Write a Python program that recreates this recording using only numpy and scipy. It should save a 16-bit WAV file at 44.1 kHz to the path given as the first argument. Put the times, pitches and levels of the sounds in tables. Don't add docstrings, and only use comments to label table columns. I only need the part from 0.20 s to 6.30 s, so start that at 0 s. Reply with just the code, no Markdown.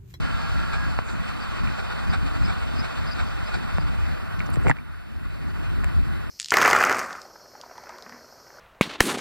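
import sys
import numpy as np
from scipy import signal
from scipy.fft import rfft, irfft, next_fast_len
from scipy.io import wavfile
from scipy.ndimage import uniform_filter1d

SR = 44100
rng = np.random.default_rng(int(sys.argv[2]) if len(sys.argv) > 2 else 0)


def natural_amplitude(level_db):
    exponent = np.asarray(level_db, float) / 20
    return 10 ** exponent


def unload_audio(sound):
    columns = np.transpose(np.atleast_2d(sound))
    steps = np.round(np.clip(columns, -1, 1) * 32767)
    wavfile.write(sys.argv[1], SR, steps.astype(np.int16))


N = 268965


def evened(x):
    return x / np.sqrt(np.mean(x ** 2) + 1e-20)


def swell(t, ms):
    return np.exp(-(2000 * t / ms) ** 2)


def read(points, hz, column=1):
    table = np.transpose(points)
    return np.interp(np.log(hz + 1), np.log(table[0] + 1), table[column])


def resonate(x, hz, width):
    carrier = np.exp(2j * np.pi * np.cumsum(hz * np.ones(len(x))) / SR)
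    r = np.exp(-np.pi * width / SR)
    return 2 * (carrier * signal.lfilter([1 - r], [1, -r], x / carrier)).real


def capsules(x, lag_ms, balance_db):
    size = next_fast_len(len(x))
    delay = np.exp(-2j * np.pi * np.fft.rfftfreq(size, 1 / SR) * lag_ms / 1000)
    late = irfft(rfft(x, size) * delay, size)[:len(x)]
    return np.array([-late * natural_amplitude(balance_db / 2), x * natural_amplitude(-balance_db / 2)])


def add(mix, s, sound):
    part = mix[:, round(s * SR):][:, :sound.shape[1]]
    part += sound[:, :part.shape[1]]


def hits(rows, lag_ms=0.32):
    t, out = np.arange(5120) / SR, np.zeros((2, N))
    for s, db, hz, t60_ms, balance_db in rows:
        onset = (1 - np.exp(-t * hz * 3.8)) ** 2
        ring = np.sin(2 * np.pi * hz * t) * natural_amplitude(-60000 * t / t60_ms) * onset
        add(out, s, capsules(natural_amplitude(db) * ring / abs(ring).max(), lag_ms, balance_db))
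    return out


def slips(rows, rise_hz_per_s=0):
    out, t = np.zeros((2, N)), np.arange(-3072, 3072) / SR
    for s, db, hz, ms, width, balance_db in rows:
        glide = hz + rise_hz_per_s * t
        ring = resonate(resonate(rng.standard_normal(len(t)), glide, width), glide, width)
        add(out, s + t[0], capsules(natural_amplitude(db) * evened(ring) * swell(t, ms), 0.313, balance_db))
    return out


# frequency in Hz, shared part from 0 to 1, lead of the difference in radians.
CAPSULE_LIKENESS = [(40, 0.4, -0.5), (130, 0.71, 0.3), (340, 0.34, 1.6), (700, 0.78, 2), (1220, 0.65, 2.5),
                    (1800, 0, 1.7), (2400, 0.9, 2), (3040, 1, -18.5), (3380, 0.56, 2), (4300, 0.77, 0),
                    (5000, 1, 1.3), (6860, 0.3, -2.5), (9000, 1, 16), (16000, 0.3, 25)]


def wash(total, diff, diff_db, patchy_db, flicker_db, ripple_db, size, drift=None):
    hop = size // 4
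    frames, hz = N // hop + 5, np.fft.rfftfreq(size, 1 / SR)
    a, b, c, d, patches = rng.standard_normal((frames, len(hz), 5)).T
    patches = uniform_filter1d(patches, size=size // 64, axis=0)
    patches = evened(uniform_filter1d(patches, size=3000 // hop + 2, axis=1))
    flicker = evened(uniform_filter1d(rng.standard_normal(frames), size=4))
    ripple = rng.standard_normal(len(hz))[:, None]
    field_db = patchy_db * patches + flicker_db * flicker + ripple_db * ripple
    if drift is not None:
        field_db = field_db + drift(hz, np.minimum(np.arange(frames) * hop, N - 1))

    share = np.clip(read(CAPSULE_LIKENESS, hz), 0, 1)[:, None]
    lead = np.exp(1j * read(CAPSULE_LIKENESS, hz, column=2))[:, None]
    first = a + 1j * b
    second = share * lead * first + np.sqrt(1 - share ** 2) * (c + 1j * d)
    first = first * natural_amplitude(read(total, hz))[:, None]
    second = second * natural_amplitude(read(diff, hz) + diff_db)[:, None]
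    z = np.array([first, second]) * natural_amplitude(field_db)
    mid, side = signal.istft(z, nperseg=size, noverlap=size - hop)[1][:, :N]
    return np.array([mid + side, mid - side]) / mid.std()


# time in seconds, hiss level in dB, wind pressure on the car in dB.
STORM_COURSE = [(0, -35.5, -24), (.6, -36.5, -26.5), (1, -36.5, -24.5), (1.5, -37, -25.5),
                (2.1, -36.5, -24.5), (3.3, -37.5, -25.5), (4, -39, -26.5), (5.2, -42, -24.5),
                (5.5, -41, -22.5), (6.1, -42.5, -26)]


def storm(column):
    table = np.transpose(STORM_COURSE)
    return np.interp(np.arange(N) / SR, table[0], table[column])


# frequency in Hz, density in dB per Hz.
RUMBLE_TOGETHER = [(12, -32), (25, -4), (39, 1.5), (50, -5.5), (75, 1.5), (100, -7.5), (125, -9),
                   (183, -13.5), (278, -17), (416, -15.5), (600, -31), (1000, -110)]
RUMBLE_APART = [(12, -30), (21, -12), (30, -5), (39, -1.5), (60, -1.5), (86, -1), (101, -6), (120, -9.5),
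                (142, -7.5), (188, -12.5), (220, -11.5), (300, -16.5), (400, -23.5), (1000, -110)]


def rumble():
    return natural_amplitude(storm(column=2) - 22) * wash(RUMBLE_TOGETHER, RUMBLE_APART, 22.4, 2.6, 0.4, 0, size=4096)


# frequency in Hz, density in dB per Hz.
HISS_TOGETHER = [(240, -26), (400, -22.5), (500, -17), (620, -8.5), (780, -6.5), (1320, 0), (1590, -1.5),
                 (2020, -8.5), (2600, -13.5), (2960, -25.5), (3600, -19.5), (4350, -15), (5050, -23.5),
                 (5350, -27), (6300, -35.5), (7800, -27.5), (9500, -37.5), (11500, -77)]
HISS_APART = [(240, -36), (400, -3), (500, -1), (600, -2), (720, 1), (1250, -8.5), (1610, -21),
              (2040, -14.5), (2490, -7.5), (2840, -13), (3330, -11), (3960, -23), (6800, -28), (8200, -36),
              (9300, -36), (11500, -80)]
# time in seconds, depth in dB, length in ms.
HAND_SHADES = [
    (.9, 3, 280),
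    (4.35, 3.5, 830),
]
# frequency in Hz, share of the turn's dB.
SWING_COLOUR = [(600, 0), (1150, -1), (1450, 0), (1800, 1), (2800, 0)]
FIZZ_DB, FIZZ_FADE = 1, 0.18
SWING_DB, SWING_FROM_S, SWING_TAKES_S = 1.5, 4.35, 0.69


def hiss():
    level_db, t = storm(column=1), np.arange(N) / SR
    shade_db = sum(db * swell(t - s, ms) for s, db, ms in HAND_SHADES)
    fizz_db = FIZZ_DB + FIZZ_FADE * (level_db - level_db[0]) - shade_db
    swing_db = SWING_DB * np.clip((t - SWING_FROM_S) / SWING_TAKES_S, 0, 1)

    def drift(hz, at):
        return (hz > 3000)[:, None] * fizz_db[at] + read(SWING_COLOUR, hz)[:, None] * swing_db[at]

    return natural_amplitude(level_db) * wash(HISS_TOGETHER, HISS_APART, 0, 1.0, 0.99, 2.33, size=1024, drift=drift)


# frequency in Hz, level in dB, start in seconds, end in seconds, width in Hz.
MOTOR_TONES = [
    (166, -35, 0, .75, 10),
    (207, -41, .85, 2.3, 10),
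    (910, -51, 0, .7, 6),
    (1367, -41, 0, .72, 14),
    (1641, -43, 0, .8, 8),
    (1125, -50, 0, 2.2, 14),
    (2463, -56, 0, 3.5, 8),
    (70, -35, 2.2, 6.1, 5),
    (2921, -59, 0, .7, 6),
    (4380, -54, 0, .85, 350),
]


def whines():
    out = np.zeros((2, N))
    for hz, db, start, end, width in MOTOR_TONES:
        t = np.arange(round((end - start) * SR)) / SR
        gate = np.clip(np.minimum(t + 0.084, end - start - t) / 0.17, 0, 1)
        fuzz = evened(resonate(rng.standard_normal(len(t)), hz, width))
        tone = fuzz + 120 / (width + 90) * np.sin(2 * np.pi * hz * t)
        lag_ms, balance_db = (.33, -1.5) if hz > 400 else (.09, 1.1)
        add(out, start, capsules(natural_amplitude(db) * gate * evened(tone), lag_ms, balance_db))
    return out


# frequency in Hz, density in dB per Hz.
SELF_TOGETHER = [(8400, -35), (9500, -1.5), (13200, -0.5), (13500, -11), (13700, -46), (14450, -46),
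                 (14600, -5), (15480, 3), (15600, -50)]
SELF_APART = [(8400, -30), (9400, 11.5), (11700, -29), (12300, 6), (13000, -2), (15000, 2), (15250, -7),
              (15400, -50)]
# frequency in Hz, rms level in dB.
PICKUP_LINES = [(10000, -90), (12800, -83), (13000, -75), (13200, -87), (15000, -86), (15200, -89)]
BUZZ_DB, BUZZ_RING_HZ = -74, 9000
BUZZ_HZ, FRAME_HZ = 200, 25


def electronics():
    t = np.arange(N) / SR
    lines = sum(natural_amplitude(db) * np.sqrt(2) * np.sin(2 * np.pi * hz * t) for hz, db in PICKUP_LINES)
    sparks = np.diff(np.floor(t * BUZZ_HZ), prepend=0) * (t * FRAME_HZ % 1 < .5)
    buzz = natural_amplitude(BUZZ_DB) * evened(resonate(resonate(sparks, BUZZ_RING_HZ, 900), BUZZ_RING_HZ, 900))
    noise = natural_amplitude(-67.0) * wash(SELF_TOGETHER, SELF_APART, -0.89, 1.4, 0.82, 0.74, size=512)
    return noise + (lines + buzz) * np.array([[1.5], [.6]])


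# time in seconds, level in dB, length in ms, left minus right in dB.
PALM_THUDS = [
    (0.099, -32, 49, 1),
    (.82, -42, 140, -3.5),
    (3.6, -37.5, 60, 6.5),
    (4.1, -37.5, 53, 7),
    (4.201, -34.5, 70, 6),
    (4.3, -43, 46, 12.5),
]


def thuds():
    return slips([(s, db, 148.5, ms, 83, side) for s, db, ms, side in PALM_THUDS])


CHUFF_LEVELS = [
    1.5,
    -1.5,
    -5.5,
    -1.5,
    2,
    3,
    3.5,
    1.5,
    6.5,
    -13,
]
# frequency in Hz, density in dB per Hz.
CHUFF_TOGETHER = [(300, -55), (600, -16.5), (680, -3), (770, -4.5), (1000, -14), (1500, 5.5), (1950, -23.5),
                  (2270, -2), (3020, -33.5), (3500, -15), (4600, -13.5), (5490, -24), (6600, -41),
                  (7940, -21), (9160, -44), (13000, -54), (13600, -94)]
CHUFF_APART = [(240, -37), (400, 0), (587, -10), (770, -2), (967, -9), (1660, -20), (2300, -8), (2850, -22),
               (3480, -17), (3950, -23), (4500, -26), (9420, -40), (12000, -52), (15600, -80),
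               (22000, -120)]
TURN_S, FIRST_TURN_S = .351, .542
CHUFF_MS, CHUFF_SHARPEN, CHUFF_LONGEST_MS = 38, .7, 90


def chuffs():
    t, puffs = np.arange(N) / SR, np.zeros(N)
    for k, db in enumerate(CHUFF_LEVELS):
        ms = min(CHUFF_MS * natural_amplitude(-CHUFF_SHARPEN * db), CHUFF_LONGEST_MS)
        puffs += natural_amplitude(db) * swell(t - FIRST_TURN_S - k * TURN_S, ms)
    noise = wash(CHUFF_TOGETHER, CHUFF_APART, 3.2, 0.86, 2.7, 0.89, size=512)
    return natural_amplitude(storm(column=1)) * 1.41 * puffs * noise


# time in seconds, peak in dB, ring in Hz, 60 dB decay in ms, left minus right in dB.
FINGER_TICKS = [(0.7893, -6, 885, 1.3, -3), (0.7892, -18, 170, 16, 1), (3.5837, -14, 160, 29, -1),
                (1.473, -22.5, 2400, 10, -2), (3.5834, -9, 824, 1.2, -0.5), (4.193, -26, 3020, 1.5, 1),
                (4.2042, -19.5, 2250, 10, -3), (4.291, -19, 885, 1.6, -7), (4.341, -30.5, 4420, 3.7, 1),
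                (4.3582, -24, 1510, 1.5, -11), (4.37, -18, 340, 5.2, 6.5), (4.5688, -19, 1800, 1.6, -4),
                (4.586, -24.5, 2300, 25, -3), (4.744, -26, 1800, 4, 1), (5.6372, -22, 1540, 3.1, 0),
                (5.644, -15.5, 1690, 1.4, -1)]


def ticks():
    return hits(FINGER_TICKS)


# time in seconds, level in dB, centre in Hz, length in ms, left minus right in dB.
FINGER_RUBS = [(0.904, -50.5, 6900, 110, -6), (4.195, -54, 6000, 18, 7), (4.265, -53, 5570, 14, 10),
               (4.342, -53, 7800, 27, 0), (4.34, -62, 13500, 30, 0), (4.44, -56, 8000, 26, -4),
               (4.49, -59, 12000, 17, 0), (4.47, -26, 410, 45, -4), (4.481, -32, 1470, 18, -3),
               (4.485, -49.5, 7550, 34, -5), (4.506, -28.5, 700, 28, 5), (5.645, -33.5, 584, 12, 6)]


def rubs():
    return slips([(s, db, hz, ms, min(hz, 2500), side) for s, db, hz, ms, side in FINGER_RUBS])


# time in seconds, level in dB, pitch in Hz.
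JOINT_SQUEAKS = [
    (1.22, -48, 4730),
    (1.91, -46, 4820),
    (2.255, -40.5, 5000),
    (2.559, -50, 5000),
    (2.6, -37, 4980),
    (2.88, -45, 4920),
    (2.924, -38, 4830),
    (3.27, -47, 4940),
    (3.61, -49.5, 4840),
]
SQUEAK_MS, SQUEAK_WIDTH_HZ, SQUEAK_RISE_HZ_PER_S, SQUEAK_BALANCE_DB = 28, 280, 5000, 6


def squeaks():
    rows = [row + (SQUEAK_MS, SQUEAK_WIDTH_HZ, SQUEAK_BALANCE_DB) for row in JOINT_SQUEAKS]
    return slips(rows, SQUEAK_RISE_HZ_PER_S)


# time in seconds, peak in dB, ring in Hz.
GLASS_CRACKS = [(4.3028, -36, 9000), (4.303, -35, 11400), (4.335, -35, 8200), (4.341, -35, 8400),
                (4.341, -42, 13000), (4.358, -34, 7600), (4.497, -24, 7150), (4.505, -33, 7600),
                (5.6442, -27.5, 7600), (5.6443, -38, 13000), (5.637, -38, 4300)]


def cracks():
    return hits([row + (2, -6) for row in GLASS_CRACKS])


# time in seconds, peak in dB, ring in Hz, 60 dB decay in ms.
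DASHBOARD_BOOMS = [
    (4.3705, -13, 125, 45),
    (4.383, -14, 70, 40),
    (4.4545, -13, 145, 60),
    (4.4695, -15, 140, 40),
    (4.4758, -16, 105, 70),
    (4.4975, -10, 140, 115),
    (4.455, -29, 290, 70),
    (4.499, -23, 270, 90),
]


def booms():
    rows = [row + (1.2,) for row in DASHBOARD_BOOMS]
    low = [row for row in rows if row[2] < 200]
    overtones = [row for row in rows if row[2] >= 200]
    return hits(low, lag_ms=.38) + hits(overtones, lag_ms=.9)


# time in seconds, peak in dB, ring in Hz, 60 dB decay in ms, left minus right in dB.
CASE_KNOCK = [
    (4.468, -9, 960, 2.2, 1),
    (4.469, -17, 1960, 4.3, -4),
    (4.483, -18, 2150, 8.4, 3),
    (4.4962, -14.5, 2020, 16, -4),
    (4.4979, -9.5, 870, 5, -9.5),
    (4.5046, -9.5, 1270, 1.3, -2),
    (4.512, -10.5, 1800, 7.8, 4),
    (4.5131, -10, 1800, 3.4, -5),
    (4.514, -17.5, 890, 16, -4),
]


def knock():
    return hits(CASE_KNOCK)


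def cabin(x):
    t = np.arange(2048) / SR
    tail = rng.standard_normal((2, len(t))) * natural_amplitude(-60 * t / 0.052) * (t > .0012)
    tail = signal.lfilter([1, -1], [1, -.93], tail)
    return x + natural_amplitude(-14.5) * signal.oaconvolve(x, tail / np.linalg.norm(tail[0]), axes=1)[:, :N]


def scene():
    outside = rumble() + hiss() + whines() + chuffs() + squeaks()
    return outside + cabin(ticks() + cracks() + knock()) + thuds() + rubs() + booms()


# time in seconds, depth in dB.
GAIN_DUCKS = [
    (.795, 3),
    (3.59, 2),
    (4.52, 8),
    (5.65, 1.5),
]
RECOVER_DB_PER_S, RECOVER_FREE_DB = 10.5, .8


def gain_control():
    t, duck_db = np.arange(N) / SR, np.zeros(N)
    for s, depth_db in GAIN_DUCKS:
        progress = np.maximum(t - s, 0) * RECOVER_DB_PER_S / (depth_db - RECOVER_FREE_DB)
        duck_db += depth_db * (t > s) * np.exp(-progress ** 3.0)
    return uniform_filter1d(duck_db, size=900)


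# lower edge in Hz, upper edge in Hz, share of the time lost at the start, share at the end.
WEAK_BANDS = [(170, 215, .4, .35), (215, 260, .4, .4), (260, 345, .3, .3), (2850, 3100, .03, .1),
              (6100, 6500, -.05, .6), (6500, 6900, -.1, .55), (9500, 9900, .12, .05),
              (10200, 10500, .15, .05), (10900, 11200, .15, .05), (11500, 11800, .15, .05),
              (13500, 14500, .9, .9)]


def drop_out(x):
    hz, t, z = signal.stft(x.mean(0), SR, nperseg=1024)
    lost = np.zeros(z.shape)
    for low_hz, high_hz, early, late in WEAK_BANDS:
        chance = uniform_filter1d(rng.standard_normal(len(t)), size=5).argsort().argsort() / len(t)
        lost[(hz > low_hz) & (hz < high_hz)] = chance < np.interp(t, [0, t[-1]], [early, late])
    loud = uniform_filter1d(abs(z), size=9, axis=0)
    lost *= loud < 2.5 * np.median(loud, axis=1, keepdims=True)
    return x - 0.87 * signal.istft(z * lost, SR, nperseg=1024)[1][:N]


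def top_cut(x):
    return signal.sosfilt(signal.butter(12, 15710, fs=SR, output="sos"), x)


def record(dry):
    duck_db = gain_control()
    sound = dry * natural_amplitude(-duck_db) + electronics() * natural_amplitude(-.75 * duck_db)
    sound = signal.oaconvolve(sound, signal.firwin(255, 15600, fs=SR)[None], "same")
    return top_cut(drop_out(sound))


dry = scene()
out = record(dry)
unload_audio(out)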